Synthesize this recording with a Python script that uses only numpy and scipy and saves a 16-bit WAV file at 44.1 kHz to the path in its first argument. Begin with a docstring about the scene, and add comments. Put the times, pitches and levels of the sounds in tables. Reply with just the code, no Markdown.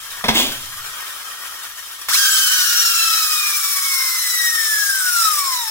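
"""A dry rattle opens: a toy flywheel car, its flywheel coasting, is set down on a wooden bench, pushed, lifted.
Then the gears catch: the teeth whine and chatter in the plastic shell, falling in pitch as the flywheel slows.
A thumb on the spinning wheel makes the whine louder and drags it down faster.
Random impacts excite resonant filters (rattle, chatter, knocks, wood); phase-locked sines give the gear tones.
Delayed and scattered copies spread the sound over two ports, above a low rumble and a quiet room."""
import sys
import numpy as np
from scipy import signal
from scipy.fft import rfft, irfft
from scipy.io import wavfile

SR = 44100
rng = np.random.default_rng(int(sys.argv[2]) if len(sys.argv) > 2 else 0)


def to_wav(s):
    """Save 16-bit WAV."""
    ch = np.atleast_2d(s).T  # columns
    pcm = np.round(np.clip(ch, -1, 1) * 32767)  # PCM
    wavfile.write(sys.argv[1], SR, pcm.astype(np.int16))


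N = 251766
TIME = np.arange(N) / SR
TAPS = 4096  # length of the colouring filters
FREQS = np.fft.rfftfreq(TAPS, 1 / SR)
EDGE_HZ = 15900  # upper edge of the band
# the gears catch, then spin up to their top tooth rate
CATCH_S, SPIN_FROM_S, SPIN_UP_S, TOP_HZ = 2.08, 2.102, 0.08, 3256
SPUN_S = SPIN_FROM_S + SPIN_UP_S

# the wheels landing on the bench: t/s, level/dB, 60 dB decay time/s, dullness corner f/Hz
LANDINGS = [(0.2406, -15.5, 0.17, 1300), (0.2836, -8.5, 0.056, 2000), (0.2872, -6.5, 0.079, 5000),
            (0.301, -18.5, 0.2, 4000)]
# a thumb brakes the spinning wheel and loads the teeth: t/s, pressure/1
THUMB = [(4.17, 0), (5.12, .6), (5.25, 1), (5.38, .8)]
TOUCH_S = THUMB[0][0]


def amp(db):
    """Decibels to amplitude gain: 20 dB for each factor of ten."""
    return 10 ** (np.asarray(db) / 20)


def unit(x):
    """Scales to rms 1."""
    return x / np.sqrt(np.mean(x ** 2) + 1e-20)


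def ramp(start_s, length_s):
    """Linear rise from 0 to 1, then steady."""
    return np.clip((TIME - start_s) / length_s, 0, 1)


def curve(rows, column=1):
    """Linear interpolation of one column of a time table at every sample."""
    rows = np.asarray(rows)
    return np.interp(TIME, rows[:, 0], rows[:, column])


def spectrum(rows, column=1):
    """Interpolation of one column of a frequency table on a logarithmic axis."""
    rows = np.asarray(rows)
    return np.interp(np.log(FREQS + 1), np.log(rows[:, 0]), rows[:, column])


def resonance(hz, centre_hz, width_hz):
    """Lorentzian resonance curve: 1 at the centre, one half at half the width to either side."""
    return 1 / (1 + (2 * (hz - centre_hz) / width_hz) ** 2)


def colour(x, db):
    """Minimum-phase filter: the Hilbert transform of the log gain supplies a causal phase."""
    log_gain = np.log(amp(np.r_[db, db[-2:0:-1]]))
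    response = np.fft.ifft(np.exp(np.conj(signal.hilbert(log_gain)))).real
    return signal.oaconvolve(x, response)[:N]


def levelled(db, low_hz=0):
    """Power normalisation: white noise of rms 1 leaves with power 1 between low_hz and the band edge."""
    in_band = (FREQS >= low_hz) * (FREQS < EDGE_HZ)
    return db - 10 * np.log10(np.mean(amp(db) ** 2 * in_band))


def wander(hz):
    """Low-passed noise: a smooth random drift of rms 1, mostly slower than hz."""
    smooth = signal.butter(2, hz, fs=SR, output="sos")
    # one second of run-in lets the filter settle
    return unit(signal.sosfilt(smooth, rng.standard_normal(N + SR))[SR:])


def ticks(per_s, spread_db):
    """Random impulse train: tiny impacts of uneven strength and either sign, at rms 1."""
    strength = amp(spread_db * np.clip(rng.standard_normal(N), -2, 2))
    sign = rng.choice([-1, 1], N)
    return unit(strength * sign * (rng.random(N) < per_s / SR))


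def echoes(t60):
    """Diffuse reverberation: sparse, exponentially decaying reflections for two ports, each of energy 1."""
    t = TIME[:SR // 2]
    sign = rng.choice([-1, 1], (2, len(t)))
    present = rng.random((2, len(t))) < .12
    taps = sign * present * amp(-60 * t / t60) * (t > .0007)
    return taps / np.linalg.norm(taps, axis=1, keepdims=True)


def scatter(x, t60, drift_hz, count=6):
    """Time-varying scattering: the mix of reflections keeps changing as the hands and the car move."""
    shares = np.array([wander(drift_hz) for _ in range(count)])
    shares = shares / np.linalg.norm(shares, axis=0)
    return sum(signal.oaconvolve((x * share)[None], echoes(t60), axes=1)[:, :N] for share in shares)


def ports(x, lag_s=0.00012):
    """Interaural-style delay: a linear phase slope makes the direct sound reach the left port first."""
    hz = np.fft.rfftfreq(2 * N, 1 / SR)
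    late = irfft(rfft(x, 2 * N) * np.exp(-2j * np.pi * hz * lag_s))[:N]
    return np.array([x, late])


def handling(held_db=-55, contact_db=-35, fade_db_per_s=31, jolt_db=-50, jolt_t60=.5, lifted_db=-22):
    """Structure-borne rumble strength: hand's swing, wheels on the bench until lift-off, jolt at the catch."""
    lift_s, lift_length_s = 0.86, 0.35
    landed_s = LANDINGS[0][0]
    contact = ramp(landed_s, .03) * amp(contact_db - fade_db_per_s * (TIME - landed_s))
    jolt = (TIME > CATCH_S) * amp(jolt_db - 60 * abs(TIME - CATCH_S) / jolt_t60)
    return (amp(held_db) + contact) * amp(lifted_db * ramp(lift_s, lift_length_s)) + jolt


def background(room_tone_db=-63, apart_db=-10):
    """Partly coherent noise: low rumble of handling over a quiet room, nearly alike at both ports."""
    # spectrum of the rumble: f/Hz, relative level/dB
    rumble_colour = [(20, 8.5), (28, -3), (45, -15), (80, -4), (115, 1.5), (150, -8), (250, -23),
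                     (500, -74)]
    # spectrum of the quiet room: f/Hz, relative level/dB
    room_colour = [(20, -6.5), (45, -2.5), (75, 0), (110, -16.5), (160, -15), (300, -14.5), (700, -21),
                   (2000, -32), (16000, -39)]
    shared = rng.standard_normal((2, 1, N))
    separate = rng.standard_normal((2, 2, N))
    noise = shared + amp(apart_db) * separate
    rumble = np.array([colour(port, levelled(spectrum(rumble_colour))) for port in noise[0]])
    room = np.array([colour(port, levelled(spectrum(room_colour))) for port in noise[1]])
    return rumble * handling() + room * amp(room_tone_db)


def rolling():
    """Envelope of rolling friction: the wheels bite, hold, then fade exponentially."""
    push_s, attack_s, hold_s, fade_db_per_s = 0.337, 0.021, 0.061, 121
    return ramp(push_s, attack_s) * amp(-fade_db_per_s * np.maximum(TIME - push_s - hold_s, 0))


def bench(ring_db=6, roll_db=-14.0, board_hz=219, board_t60=0.28, board_db=-27, wet_db=-7):
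    """Impact and roughness excitation: wheels land and roll over the grain, ringing the board and the car."""
    # modes of wood and car: f/Hz, width/Hz, prominence/dB (its fourth root in power scales ring_db)
    bench_modes = [(210, 21, -3), (1010, 150, -1), (1610, 48, -3), (2115, 52, 4), (2630, 65, -17),
                   (3400, 260, 2)]
    # spectrum of the rolling: f/Hz, relative level/dB
    roll_colour = [(24, -43), (40, -18), (135, -19.5), (216, -6.5), (313, -3.5), (478, -15), (527, -8),
                   (933, -13.5), (1420, -19.5), (3220, -4), (4790, -12), (7490, -13.5), (8690, -20),
                   (15000, -15.5)]
    # spectrum of the landings: f/Hz, relative level/dB
    landing_colour = [(24, -44), (40, -14), (216, -7.5), (824, -4.5), (1000, -7), (1490, -11.5),
                      (1610, -6.5), (2640, -5), (2850, -12), (3470, -2.5), (5040, -8.5), (5850, -7.5),
                      (6950, -18.5), (15000, -16)]
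    modes = sum(ring_db * amp(db / 2) * resonance(FREQS, hz, width) for hz, width, db in bench_modes)
    grain = ticks(per_s=4400, spread_db=3.5) * amp(roll_db) * rolling()
    out = colour(grain, levelled(spectrum(roll_colour) + modes))
    for start_s, db, t60, corner_hz in LANDINGS:
        age = np.maximum(TIME - start_s, 0)
        decay = amp(db - 60 * age / t60) * (TIME >= start_s)
        blow = decay * ticks(per_s=9200, spread_db=3.5)
        soft_db = 10 * np.log10(.15 + 1 / (1 + (FREQS / corner_hz) ** 2))
        out += colour(blow, levelled(spectrum(landing_colour) + modes + soft_db))
        # the board's lowest mode
        out += amp(board_db - 60 * age / board_t60) * np.sin(2 * np.pi * board_hz * age)
    return ports(out) + amp(wet_db) * scatter(out, t60=0.25, drift_hz=7.4)


def shell(column):
    """Modal response: gain of the shell in dB, coasting (column 1), in the first grip (2) or the second (3)."""
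    # resonances of the plastic shell: f/Hz, width/Hz, coasting/dB, first grip/dB, second grip/dB
    shell_modes = [(1287, 244, 5.5, 12, 12), (1650, 160, 5.5, 10, 4), (1855, 63, 9.5, 7, 7),
                   (2710, 700, -3.6, 1.5, 0), (3195, 270, 5, 8, 1.5), (3836, 740, 2.5, 0.5, 6.5),
                   (4030, 350, -2.5, 5, 0.5), (5365, 780, 3, 5, 12.5), (5780, 630, 3, 2.5, 1),
                   (7100, 1600, 2.5, 4.5, 2.5), (7600, 440, 5, 1.5, 2), (9510, 740, 6, 2, 5),
                   (10100, 580, 4.5, 4, 2.5), (11760, 700, 3.5, 6.5, 6.5), (14200, 3600, 2, 1, 1.4)]
    # broad colour under those resonances: f/Hz, coasting/dB, first grip/dB, second grip/dB
    body_colour = [(40.0, -44, -55, -29), (148, -19, -32.5, -39), (340, -16, -22, -26.5),
                   (735, -10, -26.5, -20.5), (1090, -0.1, -12, -13), (1840, -3.5, -7.5, -6.5),
                   (1950, -3.5, -11.5, -6.5), (2860, 3, -4, -7.5), (4900, -3.5, 0, -6.5),
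                   (8340, -7.5, -4.5, -2.5), (12900, -6, -5.5, -5.5), (15730, -6.5, 0, 0)]
    modes = sum(row[column + 1] * resonance(FREQS, row[0], row[1]) for row in shell_modes)
    return spectrum(body_colour, column=column) + modes


def knocks():
    """Impulsive excitation: loose plastic parts clack against the shell, each knock decaying exponentially."""
    # plastic knocks in the car, the last as the gears catch: t/s, level/dB, 60 dB decay time/s
    knock_times = [(0.518, -21, 0.082), (0.857, -39, .03), (0.978, -32, 0.037), (1.004, -22.5, .03),
                   (1.537, -32, 0.026), (2.014, -27, 0.089), (2.085, -12.5, 0.13)]
    burst = np.zeros(N)
    for start_s, db, t60 in knock_times:
        burst += amp(db - 60 * np.maximum(TIME - start_s, 0) / t60) * (TIME >= start_s)
    return colour(burst * ticks(per_s=7200, spread_db=4.5), levelled(shell(column=1)))


def coasting(rattle_trim_db=2, hum_trim_db=1, flutter_db=1.37, flutter_hz=14):
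    """Random bearing impacts: the free flywheel rattles, humming in the shell, until the gears catch."""
    # the flywheel running free: t/s, rattle level before trim/dB, low hum level before trim/dB
    coast_levels = [(0, -32.5, -40), (.18, -34.5, -36.5), (.62, -33, -42), (.82, -33.5, -37),
                    (1.08, -33, -36), (1.25, -34, -37.5), (1.57, -34, -36.5), (1.75, -36.5, -43),
                    (2.06, -35, -41.5)]
    sway = amp(flutter_db * wander(flutter_hz)) * (1 - ramp(CATCH_S, SPIN_UP_S))
    low = 1 / (1 + (FREQS / 2200) ** 8)  # hum below the crossover, rattle above
    rattle_gain = levelled(shell(column=1) + 10 * np.log10(1.001 - low))
    hum_gain = levelled(shell(column=1) + 10 * np.log10(.001 + low))
    rattle = ticks(per_s=8000, spread_db=0.5) * sway * amp(curve(coast_levels, column=1) + rattle_trim_db)
    hum = ticks(per_s=4700, spread_db=4) * sway * amp(curve(coast_levels, column=2) + hum_trim_db)
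    return colour(rattle, rattle_gain) + colour(hum, hum_gain)


def tooth_rate():
    """Teeth per second: a quick spin-up, an exponential run-down, and the thumb's braking on top."""
    catch_hz, run_down_s = 800, 4.3
    brake_hz_per_s = 750  # at full thumb pressure
    spun = catch_hz + (TOP_HZ - catch_hz) * ramp(SPIN_FROM_S, SPIN_UP_S)
    age = np.maximum(TIME - SPUN_S, 0)
    return spun * np.exp(-age / run_down_s) - brake_hz_per_s * np.cumsum(curve(THUMB)) / SR


def octaves_down():
    """Logarithmic speed: how far the gears have slowed from their top speed."""
    return np.log2(TOP_HZ / tooth_rate()) * (TIME > SPUN_S)


def surge(settle_s):
    """Exponential relaxation: the extra load on the teeth when they catch, 1 at first and dying away."""
    return np.exp(-np.maximum(TIME - SPUN_S, 0) / settle_s)


def mesh_turns():
    """Phase modulation: teeth passed, jittered by backlash and swung once a turn by an off-centre pinion."""
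    pinion_teeth = 14
    eccentric, slack, slack_hz = .02, .034, 50  # swing and jitter in teeth
    turns = np.cumsum(tooth_rate()) / SR
    swing = eccentric * np.sin(2 * np.pi * turns / pinion_teeth)
    return turns + slack * wander(slack_hz) + swing


def bouncing():
    """Subharmonic strength: strong and weak strikes alternate only at high speed."""
    return np.interp(tooth_rate(), [2000, 2100, 2900, 3200], [0, .9, 1, 1.4])


def housing(hz):
    """Modal response: gain of the gear housing in dB."""
    # resonances of the gear housing: f/Hz, width/Hz, peak gain/dB
    housing_modes = [(3050, 400, -5), (3850, 500, 5), (4600, 450, -5), (5450, 800, 2.5), (10000, 1200, 1.5)]
    return sum(peak_db * resonance(hz, centre, width) for centre, width, peak_db in housing_modes)


def overtones(turns, db_per_octave=-3, thumb_db=4):
    """Source and filter: mesh multiples swell and fade through the housing; speed and load firm them."""
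    # overtones of the mesh: multiple of the tooth rate/1
    multiples = [1.5, 2, 2.5, 3, 4, 5, 6, 7, 8, 9]
    # the same overtones: relative level/dB
    overtone_levels = [-16.5, -16.5, -18, -17.5, -17.5, -16, -15, -15, -18, -19.5]
    flutter_db, flutter_hz, top_hz = 2, 10, 11500
    rate = tooth_rate()
    tones = np.zeros(N)
    for k, db in zip(multiples, overtone_levels):
        height = amp(db + housing(k * rate) + flutter_db * wander(flutter_hz))
        if k % 1:  # half multiples need alternating strikes
            height = height * bouncing()
        height = height / np.sqrt(1 + (k * rate / top_hz) ** 12) * (k * rate < SR / 2)
        tones += height * np.sqrt(2) * np.cos(2 * np.pi * (k * turns + rng.random()))
    return tones * amp(db_per_octave * octaves_down() + thumb_db * curve(THUMB))


def chatter(turns, level_db=-15.0, db_per_octave=-9.0, thumb_db=8, attack_s=0.063, flutter_db=1.24,
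            bunching=0.24):
    """Repeated impact: teeth strike and rebound, harder with speed and load, and ring the shell."""
    # the fingers shift from the first grip, already partly like the second, to the second
    regrip_s, regrip_length_s, second_at_first = 2.96, 0.81, 0.17
    clicks = unit(ticks(per_s=15000, spread_db=2.0) * (1 + bunching * np.cos(2 * np.pi * turns)))
    force_db = level_db + db_per_octave * octaves_down() + thumb_db * curve(THUMB) + flutter_db * wander(32)
    drive = (clicks + overtones(turns)) * amp(force_db) * ramp(CATCH_S, attack_s)
    second = second_at_first + (1 - second_at_first) * ramp(regrip_s, regrip_length_s)
    first_grip = colour(drive, levelled(shell(column=2), low_hz=2300))
    second_grip = colour(drive, levelled(shell(column=3), low_hz=2300))
    return (1 - second) * first_grip + second * second_grip


def bounce_tone(turns, level_db=-28.0, db_per_octave=-15, flutter_db=2.0, ring_db=5, ring_width_hz=70):
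    """Period doubling: every other tooth hits harder, a hoarse octave below that swells on a shell resonance."""
    slip, slip_hz, ring_hz = .16, 45, 1285
    rate = tooth_rate()
    lost_step = slip * (rate / TOP_HZ) ** 2 * wander(slip_hz)  # greater at high speed
    tone = np.sqrt(2) * np.cos(2 * np.pi * (turns / 2 + lost_step)) * bouncing()
    swell_db = ring_db * resonance(rate / 2, ring_hz, ring_width_hz)
    tone = tone * amp(level_db + db_per_octave * octaves_down() + swell_db + flutter_db * wander(97))
    return signal.sosfilt(signal.butter(4, [950, 2000], "band", fs=SR, output="sos"), tone)


def loaded_overtones(turns, ring=1.54, flutter_db=2.5, seat_s=0.021):
    """Harmonics under load: once the thumb takes up the slack, low overtones sing straight from the housing."""
    # overtones that sing under the thumb: multiple of the tooth rate/1, level before the housing/dB
    singing = [(2, -34), (3, -38), (4, -41), (5, -48)]
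    rate = tooth_rate()
    tones = np.zeros(N)
    for k, db in singing:
        height = amp(db + ring * housing(k * rate) + flutter_db * wander(35))
        tones += height * np.sqrt(2) * np.cos(2 * np.pi * (k * turns + rng.random()))
    return tones * ramp(TOUCH_S, seat_s)


def radiate(x, near_db=-3, room_db=-9, near_t60=0.058, room_t60=1.0):
    """Directivity: the shell beams unevenly; bench and hands scatter its treble, and the room rings faintly."""
    # level difference between the ports: f/Hz, left minus right/dB
    left_lead = [(100, -12.5), (250, 8.5), (500, 11.5), (900, 5), (1400, 4.5), (2600, 0.5), (3200, 2),
                 (4800, -2), (6200, 2), (9000, 1), (12000, 4), (15000, 4)]
    treble = colour(x, spectrum([(700, -18.5), (1400, 1.5), (2800, 0), (16000, 2.5)]))
    direct = colour(x, spectrum([(1400, -2), (2800, -6.0), (16000, -7.5)]))
    near = amp(near_db) * scatter(treble, near_t60, drift_hz=7)
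    room = amp(room_db) * scatter(x, room_t60, drift_hz=7.6)
    wet = signal.sosfilt(signal.butter(4, 850, "high", fs=SR, output="sos"), near + room)
    left, right = ports(direct) + wet
    lead = spectrum(left_lead)
    return np.array([colour(left, lead / 2), colour(right, -lead / 2)])


def whine(turns, level_db=-31, surge_db=10, settle_s=.5, seated_db=5, thumb_db=8, ripple_db=4, left_db=1,
          thumb_left_db=6, sway_db=4, cut_hz=1200):
    """Interference: the clear line at the tooth rate, louder under load, beats with its own reflections."""
    beating_db, flutter_db, flutter_hz, echo_s = -8, 1.8, 22, 0.00351
    slipping_db, seat_s = -7, .03
    thumb = curve(THUMB)
    # the teeth skid during the spin-up
    slipping = ramp(SPIN_FROM_S, SPIN_UP_S) - ramp(SPUN_S, seat_s)
    seating = amp(slipping_db * slipping) * (TIME > SPIN_FROM_S)
    # the thumb's first touch takes up the slack
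    seated = ramp(TOUCH_S, 0.27)
    load_db = level_db + surge_db * surge(settle_s) + seated_db * seated + thumb_db * thumb
    # one echo cancels and adds in turn as the pitch falls
    comb_db = -ripple_db * np.cos(2 * np.pi * tooth_rate() * echo_s) * (1 - seated) * (1 - surge(settle_s))
    tone = np.sqrt(2) * np.cos(2 * np.pi * turns) * seating
    tone = tone * amp(load_db + comb_db + flutter_db * wander(flutter_hz))
    balance_db = left_db + thumb_left_db * thumb + sway_db * wander(7.2)  # left minus right
    sides = amp(np.array([[.5], [-.5]]) * balance_db)
    both = ports(tone) + amp(beating_db) * scatter(tone, t60=0.079, drift_hz=17.5)
    both = both * sides / np.sqrt(np.mean(sides ** 2, axis=0))
    # a small shell radiates no bass
    return signal.sosfilt(signal.butter(6, cut_hz, "high", fs=SR, output="sos"), both)


def scene():
    """Superposition: the car close to the microphone, over the bench and the background."""
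    turns = mesh_turns()
    car = coasting() + knocks() + chatter(turns) + bounce_tone(turns) + loaded_overtones(turns)
    return background() + bench() + radiate(car) + whine(turns)


def record(dry):
    """Soft saturation and band limiting: the recorder rounds off the very highest peaks, then cuts the top."""
    ceiling, knee = .88, 8
    held = dry / (1 + abs(dry / ceiling) ** knee) ** (1 / knee)
    low_pass = signal.firwin(511, EDGE_HZ, window=("kaiser", 9), fs=SR)
    return signal.oaconvolve(held, low_pass[None], "same")


dry = scene()
out = record(dry)
to_wav(out)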